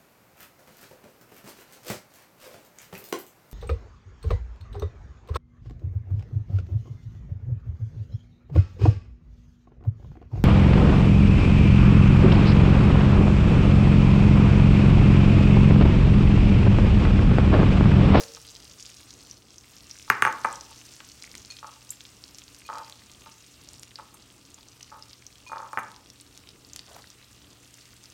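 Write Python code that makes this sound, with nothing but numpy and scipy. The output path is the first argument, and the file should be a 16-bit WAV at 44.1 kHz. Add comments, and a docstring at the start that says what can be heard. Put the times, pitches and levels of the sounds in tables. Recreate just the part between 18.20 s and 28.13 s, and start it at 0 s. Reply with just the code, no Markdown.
"""Garlic fries in foaming butter close to the phone: noise for the fine fizz, swelling and dying sines for the bursts.
On the stone counter a china bowl is set down hard; later it is nudged, clinks and rocks: damped modes and blows.
A brushing hand and a fading pan are coloured noise, the pan with two modes; touched steel is high modes.
Behind them the kitchen hums low, noise with three tones, and answers bowl, steel and bursts with decaying noise."""
import sys
import numpy as np
from scipy import signal
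from scipy.fft import rfft, irfft, next_fast_len
from scipy.io import wavfile
from scipy.ndimage import uniform_filter1d, map_coordinates

SR = 44100
rng = np.random.default_rng(int(sys.argv[2]) if len(sys.argv) > 2 else 0)


def store_pcm(level_fs):
    """Save levels as 16-bit WAV."""
    pcm = np.round(np.clip(level_fs, -1, 1) * 32767).astype(np.int16)
    wavfile.write(sys.argv[1], SR, np.atleast_2d(pcm).T)


N = 437913

# Butter, close: course of the foam, for hiss and random bursts [t/s, relative level/dB]
FOAM_LEVEL = [(0.0, -51.5), (0.39, -54), (1.12, -55.5), (1.2, -59.5), (1.35, -58), (1.45, -55), (2.16, -52),
              (3.3, -54), (4.8, -55), (6.22, -57), (7.4, -57.5), (9.93, -54.5)]
# colour of the hiss [f/Hz, relative level/dB per Hz]
FIZZ_COLOUR = [(290, -33.5), (500, -8.5), (946, -10.5), (1180, -4.5), (2390, -1), (2770, 2.5), (2980, 0),
               (6330, -2.5), (8830, -3), (10100, -10.5), (14900, -12), (16000, -13.5)]
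# the loudest bursting bubbles [t/s before the small delay, peak level/dB before echoes, f/Hz]
BIG_POPS = [(0.0353, -22, 5900), (0.366, -32, 5850), (0.402, -32, 5110), (1.1109, -28, 5730),
            (1.3819, -28.5, 6040), (1.711, -25, 5635), (2.1253, -25, 6580), (2.2593, -26.5, 5260),
            (2.3271, -23.5, 7710), (2.7646, -31.5, 5420), (2.803, -28, 3000), (3.0227, -27.5, 4870),
            (3.1519, -20, 4870), (3.1792, -28, 6460), (3.3207, -29, 4540), (3.367, -29, 4370),
            (3.3877, -31.5, 3470), (3.7045, -19.5, 7590), (3.8062, -28.5, 3670), (4.0386, -25, 4870),
            (4.1844, -25, 5880), (4.3464, -30.5, 5520), (4.583, -24.5, 5430), (4.697, -25.5, 5890),
            (4.7237, -29.5, 3750), (4.9157, -32, 5960), (5.4878, -27, 6000), (5.5328, -29, 7900),
            (5.595, -28.5, 7740), (5.6316, -22, 5660), (5.7564, -25, 4750), (6.343, -30.5, 7030),
            (6.6101, -31, 5370), (6.6287, -26, 5850), (6.8236, -30, 5100), (6.931, -30, 4900),
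            (7.0657, -26, 6000), (7.5303, -31.5, 7800), (7.594, -30, 8040), (7.762, -32, 4950),
            (7.9008, -29.5, 5530), (8.0111, -29.5, 8800), (8.1753, -27, 5960), (8.2891, -29.5, 4500),
            (8.533, -24.5, 6440), (8.5611, -17.5, 6350), (8.592, -22.5, 4530), (8.9018, -30.5, 6000),
            (9.8565, -34, 5030)]
# part of the fizz gathers in one band [t/s, level/dB before echoes]
FOCUS_LEVEL = [(0, -55), (1.14, -57.5), (1.22, -64.5), (2.4, -56), (5, -65.5), (9.93, -75.5)]
# that band [centre f/Hz, width/Hz]
FOCUS_BAND = (5870, 2500)
# echoes inside the pan [f/Hz, t60/s]
PAN_WALLS = [(2000, 0.014), (6000, 0.023), (14000, 0.0093)]
BUBBLE_HZ, BUBBLE_SAG_HZ_PER_S = 5540, 83  # the usual burst sinks in pitch as the foam thickens
SMALL_DELAY_S = .0008  # shared by the big pops and the knocks

# Bowl on the counter: its foot lands [t/s before the small delay, relative level/dB, hardness/dB]
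FOOT_KNOCKS = [(0.17, -36, -11.5), (1.878, -35, -15), (1.9, 0, -1.5), (2.022, -1.5, -1), (2.05, -2.5, -5),
               (2.065, -10, -13), (2.073, -9, -11.5), (2.079, -16, -4), (2.245, -18, -2.5),
               (2.248, -6, -13), (2.252, -14, -11.5), (2.257, -25, -4), (2.513, -41.5, -20),
               (2.805, -34, -4.5), (5.943, -42, -15.5), (6.381, -46, -23.5), (7.296, -35, -27),
               (7.531, -21.5, -18), (7.573, -9.5, -8), (7.583, -15, -13), (7.587, -15.5, -7.5)]
# modes of the stone slab [f/Hz, relative level/dB, t60/s before choking]
COUNTER_MODES = [(596, -15, 0.047), (736, -2.5, 0.014), (900, 5, 0.042), (986, 5.5, 0.031),
                 (1120, 12, 0.024), (1230, 18.5, 0.016), (1570, -19, .02), (1850, -17.5, .02),
                 (2410, 0.5, 0.029), (2754, -5, 0.018)]
# the hollow under the counter [f/Hz, relative level/dB, t60/s]
CABINET_MODES = [(121, -29.5, 0.068), (237, -23.5, 0.04), (410, -21, 0.036)]
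SLAB_TOP_HZ = 3000  # the slab radiates little above this
FREE_HARD_DB, CHOKE_DB_PER_S = -13.5, 149  # harder contacts choke the ringing, so much for each dB more
# the nudged bowl rocks on its foot [t/s before the small delay, relative level/dB, first swing/s, loss a swing/dB]
NUDGES = [(3.428, -30, 0.048, 9.5), (4.489, -25, 0.031, 2), (5.061, -39, 0.02, 22),
          (5.787, -32.5, 0.028, 17.5), (6.717, -36, .021, 3), (7.317, -23.5, .041, 3)]
SWINGS = 7
QUICKEN = .83  # length of each swing over the last
FAR_SIDE, FAR_SIDE_DB, FAR_SIDE_HARD_DB = .33, 2.5, 2.5  # far side: delay as share of a swing, louder, harder
ROCK_HARD_DB, SOFTEN_DB = -21, 0.5  # hardness at the near side, and its loss a swing
# the china is set ringing [t/s, relative level/dB, centre f/Hz of the woken modes, reach/octaves,
# ratio to free t60, place: nearer 1 rim, nearer 0 foot]
CHINA_CLINKS = [(1.902, -35, 7500, 0.52, 0.29, 0), (2.022, -36.5, 7600, .8, 0.51, 0),
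                (2.051, -35, 8800, 0.24, 0.44, 0), (2.073, -42, 7000, .6, 0.56, 0),
                (2.246, -39, 8100, 0.3, 0.34, 0), (3.303, -31.5, 4300, 0.53, 0.51, 1),
                (3.365, -52, 2600, 0.77, 0.38, 1), (3.495, -61, 8600, .2, .6, 0),
                (4.387, -50, 9840, .4, 0.49, 0), (4.451, -46, 4000, 0.81, 1.3, 0.74),
                (5.035, -52, 8000, .6, 0.24, 0), (5.942, -42.5, 9500, 0.46, 0.29, 0),
                (6.518, -65, 2500, 0.71, 1.8, 1), (7.265, -47, 2420, 1.3, 2.3, 1),
                (7.318, -54, 8000, 0.78, 0.46, 0), (7.587, -45, 11700, 0.82, 0.5, 0)]
# modes of the bowl [f/Hz, relative level/dB, free t60/s, place: 1 rim, 0 foot]
BOWL_MODES = [(1010, 8, .035, 1), (2462, 0, .3, 1), (4318, -5, .13, 1), (6390, 0, .24, 0),
              (6590, -4, .1, 1), (7590, -9, .11, 0), (8620, -2, .15, 0), (9060, -4, .14, 1),
              (10390, -5, .13, 0), (11930, -8, .16, 1), (12180, -2, .11, 0)]
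OTHER_PLACE_DB = -14  # gain of modes that belong to the other place

# A small steel thing: its modes [f/Hz, relative level/dB, free t60/s]
STEEL_MODES = [(9130, -2, 0.1), (11120, -4, 0.19), (12290, 0, .15)]
# it is touched [t/s, relative level/dB, ratio to free t60]
STEEL_TOUCHES = [(3.705, -39, 0.52), (6.40, -71, 4), (6.53, -68.5, 4)]

# Pan: a hand brushes over it [t/s, level/dB before flicker]
BRUSH_LEVEL = [(8.67, -61), (8.7, -57.5), (8.775, -47.5), (8.8, -56.5), (8.86, -69.5)]
# colour of the brushing [f/Hz, relative level/dB per Hz]
BRUSH_COLOUR = [(150, -33), (250, -25), (404, -4.5), (631, -2.5), (1300, -8.5), (2200, -15.5), (15000, -27)]
# noise of a blow on the pan, just dying away [t/s, level/dB]
CLATTER_LEVEL = [(0.0, -36), (0.084, -54), (0.2, -63)]
# colour of that noise [f/Hz, relative level/dB per Hz]
CLATTER_COLOUR = [(120, -52), (200, -16.5), (405, -32), (467, -2.5), (521, -15), (3350, -30), (5550, -20),
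                  (15000, -37)]
# the pan still rings from the blow [f/Hz, level/dB before flicker, t60/s]
PAN_MODES = [(457, -49.5, 0.9), (563, -48.5, 0.58)]

# Kitchen, background: course of the hum noise [t/s, level/dB before wavering]
HUM_LEVEL = [(0, -57.5), (1, -58.5), (9.93, -60)]
# colour of the hum noise [f/Hz, relative level/dB per Hz]
HUM_COLOUR = [(15, -26.5), (25, -11), (64, 2), (123, -6), (146, -7.5), (321, -8), (408, -12.5),
              (468, -11.5), (510, -15.5), (867, -18.5), (1180, -18), (1500, -21.5), (1950, -41.5),
              (3300, -120)]
# appliance tones [f/Hz, rms level/dB before wavering]
APPLIANCE_TONES = [(119.5, -64.5), (285, -71), (1200, -78.5)]
# the room's answer [f/Hz, t60/s]
ROOM_DECAY = [(200, 0.76), (1400, 0.37), (2500, 0.35), (4000, .35), (12000, 0.13)]
TOP_HZ = 16000  # band limit of the phone


def butter():
    """Foaming fat: many tiny bursts merge into hiss, larger ones stand out and echo between the pan walls."""
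    level = amp(curve(FOAM_LEVEL) + 0.43 * wobble(9))
    hiss = level * amp(-3.0) * rush(FIZZ_COLOUR, patchy_db=2.0)
    pops = bursts(level)
    return hiss, pops + amp(-9) * echoes(pops, PAN_WALLS, delay=0.00066, count=40)


def bursts(level):
    """Steam bubbles bursting: three random crowds, a gathered band, and big pops with a broad snap on each."""
    small = crackle(count=5000, ratio=1.02, spread=0.39, cycles=0.22, db=-4.5, tail_db=1.5)
    middle = crackle(count=1000, ratio=1.0, spread=0.36, cycles=0.56, db=10.5, tail_db=3.5)
    thin = crackle(count=900, ratio=1.9, spread=0.23, cycles=0.65, db=-5, tail_db=6.5)

    s, db, hz = np.transpose(BIG_POPS)
    cycles = 0.6 * np.exp(0.6 * rng.standard_normal(len(s)))
    big = bubbles(s + SMALL_DELAY_S, db, hz, cycles)
    snap = bubbles(s + SMALL_DELAY_S, db - 14, hz * 1.6, np.full(len(s), .6))

    centre, width = FOCUS_BAND
    band = filtered(small + 0.22 * middle, lambda f: 1j * f * width / (centre ** 2 - f * f + 1j * f * width))
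    focus = amp(curve(FOCUS_LEVEL)) * unit(band)
    return level * (small + middle + thin) + focus + big + snap


def crackle(count, ratio, spread, cycles, db, tail_db):
    """Random bursts in clumps, log-normal in pitch around ratio times the usual, a few much larger than the rest."""
    chance = rng.random((count, 2))
    scatter = rng.standard_normal((count, 2))
    # a wavering density gathers the bursts in clumps
    density = np.cumsum(amp(3.2 * wobble(25)))
    s = np.interp(chance[:, 0] * density[-1], density, np.arange(N) / SR)
    size_db = db - tail_db * np.log(0.032 + 1.8 * chance[:, 1])
    usual_hz = BUBBLE_HZ - BUBBLE_SAG_HZ_PER_S * s
    pitch_hz = np.clip(ratio * usual_hz * np.exp(spread * scatter[:, 0]), 1800, 15000)
    return bubbles(s, size_db, pitch_hz, cycles * np.exp(0.04 * scatter[:, 1]))


def bubbles(s, db, hz, cycles):
    """Each burst is a sine that swells for a number of cycles and then dies."""
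    k = np.arange(96)  # samples of one burst
    turns = hz[:, None] * k / SR
    shape = np.sin(2 * np.pi * turns) * turns * np.exp(-turns / cycles[:, None])
    shape *= amp(db)[:, None] / np.abs(shape).max(1, keepdims=True)
    places = np.round(s * SR).astype(int)[:, None] + k
    return np.bincount(places.ravel(), shape.ravel(), N + 128)[:N]


def knocks():
    """Foot on stone: a harder contact wakes higher slab modes, with a falling blow, the cabinet and a thin crack."""
    slab, cracks = np.zeros(N), np.zeros(N)
    t = np.arange(SR // 10) / SR
    octaves = np.log2(np.transpose(COUNTER_MODES)[0] / 1150)
    # bending waves in the slab: the high part arrives first, so the blow falls in pitch
    glide_hz = 1150 + 2200 * np.exp(-t / 0.000747)
    swell = (t / 0.0021) * np.exp(1 - t / 0.0013)
    blow = swell * np.sin(2 * np.pi * np.cumsum(glide_hz) / SR)
    for s, db, hard_db in [*FOOT_KNOCKS, *rocking()]:
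        tilt_db = 0.57 * hard_db * octaves + rng.normal(0, 0.85, len(octaves))
        choke = amp(-CHOKE_DB_PER_S * max(hard_db - FREE_HARD_DB, 0) * t)
        body = ringing(COUNTER_MODES, tilt_db, t) * choke * (1 - np.exp(-t / 0.002))
        body += amp(19.5 + 1.2 * hard_db) * blow
        hollow = ringing(CABINET_MODES, 0.25 * hard_db, t) * (1 - np.exp(-t / 0.0017))
        add(slab, s + SMALL_DELAY_S, amp(db) * (body / np.abs(body).max() + hollow))
        # the crack loses 60 dB in 2.5 ms
        crack_db = db + 2.2 * min(hard_db, 0) - 4 - 60 * t / .0025
        add(cracks, s + SMALL_DELAY_S, amp(crack_db) * rng.standard_normal(len(t)))
    b, a = signal.butter(5, SLAB_TOP_HZ, fs=SR)
    return signal.lfilter(b, a, slab), filtered(cracks, lambda hz: 1 / (1 + 1j * hz / 5000))


def rocking():
    """Ever quicker, weaker and softer swings of the bowl, each a double contact: rows like FOOT_KNOCKS."""
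    k = np.arange(SWINGS)
    rows = []
    for s, db, swing, loss_db in NUDGES:
        near = s + swing * (1 - QUICKEN ** k) / (1 - QUICKEN)
        far = near + FAR_SIDE * swing * QUICKEN ** k
        level_db = db - loss_db * k
        hard_db = ROCK_HARD_DB - SOFTEN_DB * k
        rows += zip(near, level_db, hard_db)
        rows += zip(far, level_db + FAR_SIDE_DB, hard_db + FAR_SIDE_HARD_DB)
    return rows


def clinks():
    """Ringing china: the place of the touch chooses the modes; the hand or the counter can shorten them."""
    out, t = np.zeros(N), np.arange(SR // 3) / SR
    hz, level_db, t60, place = np.transpose(BOWL_MODES)
    for s, db, centre_hz, reach, free, rim in CHINA_CLINKS:
        gain_db = db - 6 * (np.log2(hz / centre_hz) / reach) ** 2
        gain_db += OTHER_PLACE_DB * (place != round(rim))
        gain_db += rng.normal(0, 1.2, len(hz))
        modes = np.transpose([hz, level_db, t60 * free])
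        add(out, s, ringing(modes, gain_db, t) * (1 - t / t[-1]))
    return out


def tinkles():
    """Thin high partials of touched steel, a little unsteady."""
    out, t = np.zeros(N), np.arange(SR // 3) / SR
    envelope = (1 - np.exp(-t / 0.0016)) * (1 - t / t[-1])
    for s, db, free in STEEL_TOUCHES:
        modes = np.multiply(STEEL_MODES, [1, 1, free])
        add(out, s, ringing(modes, db, t) * envelope)
    return out * amp(5.0 * wobble(60))


def rubbing():
    """The fading pan, as noise and unsteady modes, and the gritty noise of the brushing hand."""
    pan = amp(curve(CLATTER_LEVEL)) * rush(CLATTER_COLOUR, patchy_db=1.5)
    t = np.arange(SR // 2) / SR
    add(pan, 0, ringing(PAN_MODES, 0, t) * amp(2.5 * wobble(40))[:len(t)])
    brush = amp(curve(BRUSH_LEVEL) + 4.5 * wobble(150)) * rush(BRUSH_COLOUR, patchy_db=2.5)
    return pan + brush


def hum():
    """Burner and appliances: low noise with tones slightly unsteady in level and phase."""
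    t = np.arange(N) / SR
    out = amp(curve(HUM_LEVEL) + 1.6 * wobble(4.4)) * rush(HUM_COLOUR, patchy_db=1.03)
    for hz, db in APPLIANCE_TONES:
        level = np.sqrt(2) * amp(db + 2 * wobble(3))  # rms to peak
        out += level * np.sin(2 * np.pi * hz * t + wobble(12))
    return out


def echoes(x, decays, delay, count):
    """Each frequency of the answer dies at its own speed; each of count stretches of time has its own tail."""
    out, step = np.zeros(N), N // count + 1
    length = int(SR * max(t60 for _, t60 in decays)) + 256
    for start in range(0, N, step):
        noise = rng.standard_normal(SR // 2 + SR // 4)[:length]
        hz, t, z = signal.stft(noise, SR, nperseg=64)
        fade = amp(-60 * t / along(decays, hz)[:, None])
        tail = signal.istft(z * fade, SR, nperseg=64)[1]
        tail *= 1 - np.exp(-np.arange(len(tail)) / SR / delay)  # builds up over the delay/s
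        answer = signal.fftconvolve(x[start:start + step], tail / np.linalg.norm(tail))
        add(out, start / SR, answer)
    return out


def ringing(modes, gain_db, t):
    """Damped sines of a table of modes, each with a gain of its own."""
    hz, db, t60 = np.transpose(modes)[:, :, None]
    level = amp(db + np.reshape(gain_db, (-1, 1)) - 60 * t / t60)
    return (level * np.sin(2 * np.pi * hz * t)).sum(0)


def rush(spectrum, patchy_db):
    """Coloured noise of rms 1, with patches of random gain in time and frequency."""
    z = signal.stft(rng.standard_normal(N), nperseg=256)[2]
    field = uniform_filter1d(rng.standard_normal(z.shape), 10, 0)
    field = uniform_filter1d(field, 5, 1)
    noise = signal.istft(z * amp(patchy_db * unit(field)), nperseg=256)[1][:N]
    return unit(filtered(noise, lambda hz: amp(along(spectrum, hz))))


def filtered(x, response):
    """x times a response of frequency."""
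    m = next_fast_len(N + SR // 2)
    return irfft(rfft(x, m) * response(np.fft.rfftfreq(m, 1 / SR)), m)[..., :N]


def wobble(rate):
    """A smooth random curve, rate knots a second."""
    knots = rng.standard_normal(int(N * rate / SR) + 4)
    coarse = np.arange(0, N + 16, 16)  # every 16th sample
    return np.interp(np.arange(N), coarse, map_coordinates(knots, [coarse * rate / SR]))


def curve(rows):
    """A level/dB per sample from (t/s, level/dB) rows, silent outside them."""
    s, db = np.transpose(rows)
    return np.interp(np.arange(N) / SR, s, db, left=-200, right=-200)


def along(points, hz):
    """(f/Hz, value) points read on a log axis."""
    f, v = np.transpose(points)
    return np.interp(np.log(hz + 1), np.log(f + 1), v)


def amp(db):
    """Level/dB to amplitude."""
    return 10 ** (np.asarray(db) / 20)


def unit(x):
    """Scales to rms 1."""
    return x / np.sqrt(np.mean(x ** 2) + 1e-20)


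def add(track, s, sound):
    """Mixes a sound in at a time/s."""
    part = track[max(round(s * SR), 0):][:len(sound)]
    part += sound[:len(part)]


def scene():
    """Near butter, bowl, steel and rubbing, the room's answer and the hum."""
    hiss, pops = butter()
    bowl, cracks = knocks()
    rim = clinks() + tinkles()
    near = hiss + pops + bowl + cracks + rim + rubbing()
    to_room = amp(-10.0) * bowl + amp(-12.0) * (rim + cracks) + amp(-15.0) * pops
    room = echoes(to_room, ROOM_DECAY, delay=0.0039, count=24)
    return (near + hum() + room)[None]


def record(dry):
    """The microphone drops the deepest bass; the phone keeps nothing above its band limit."""
    return filtered(dry, lambda hz: (hz < TOP_HZ) * hz ** 2 / (hz ** 2 + 38 ** 2))


dry = scene()
out = record(dry)
store_pcm(out)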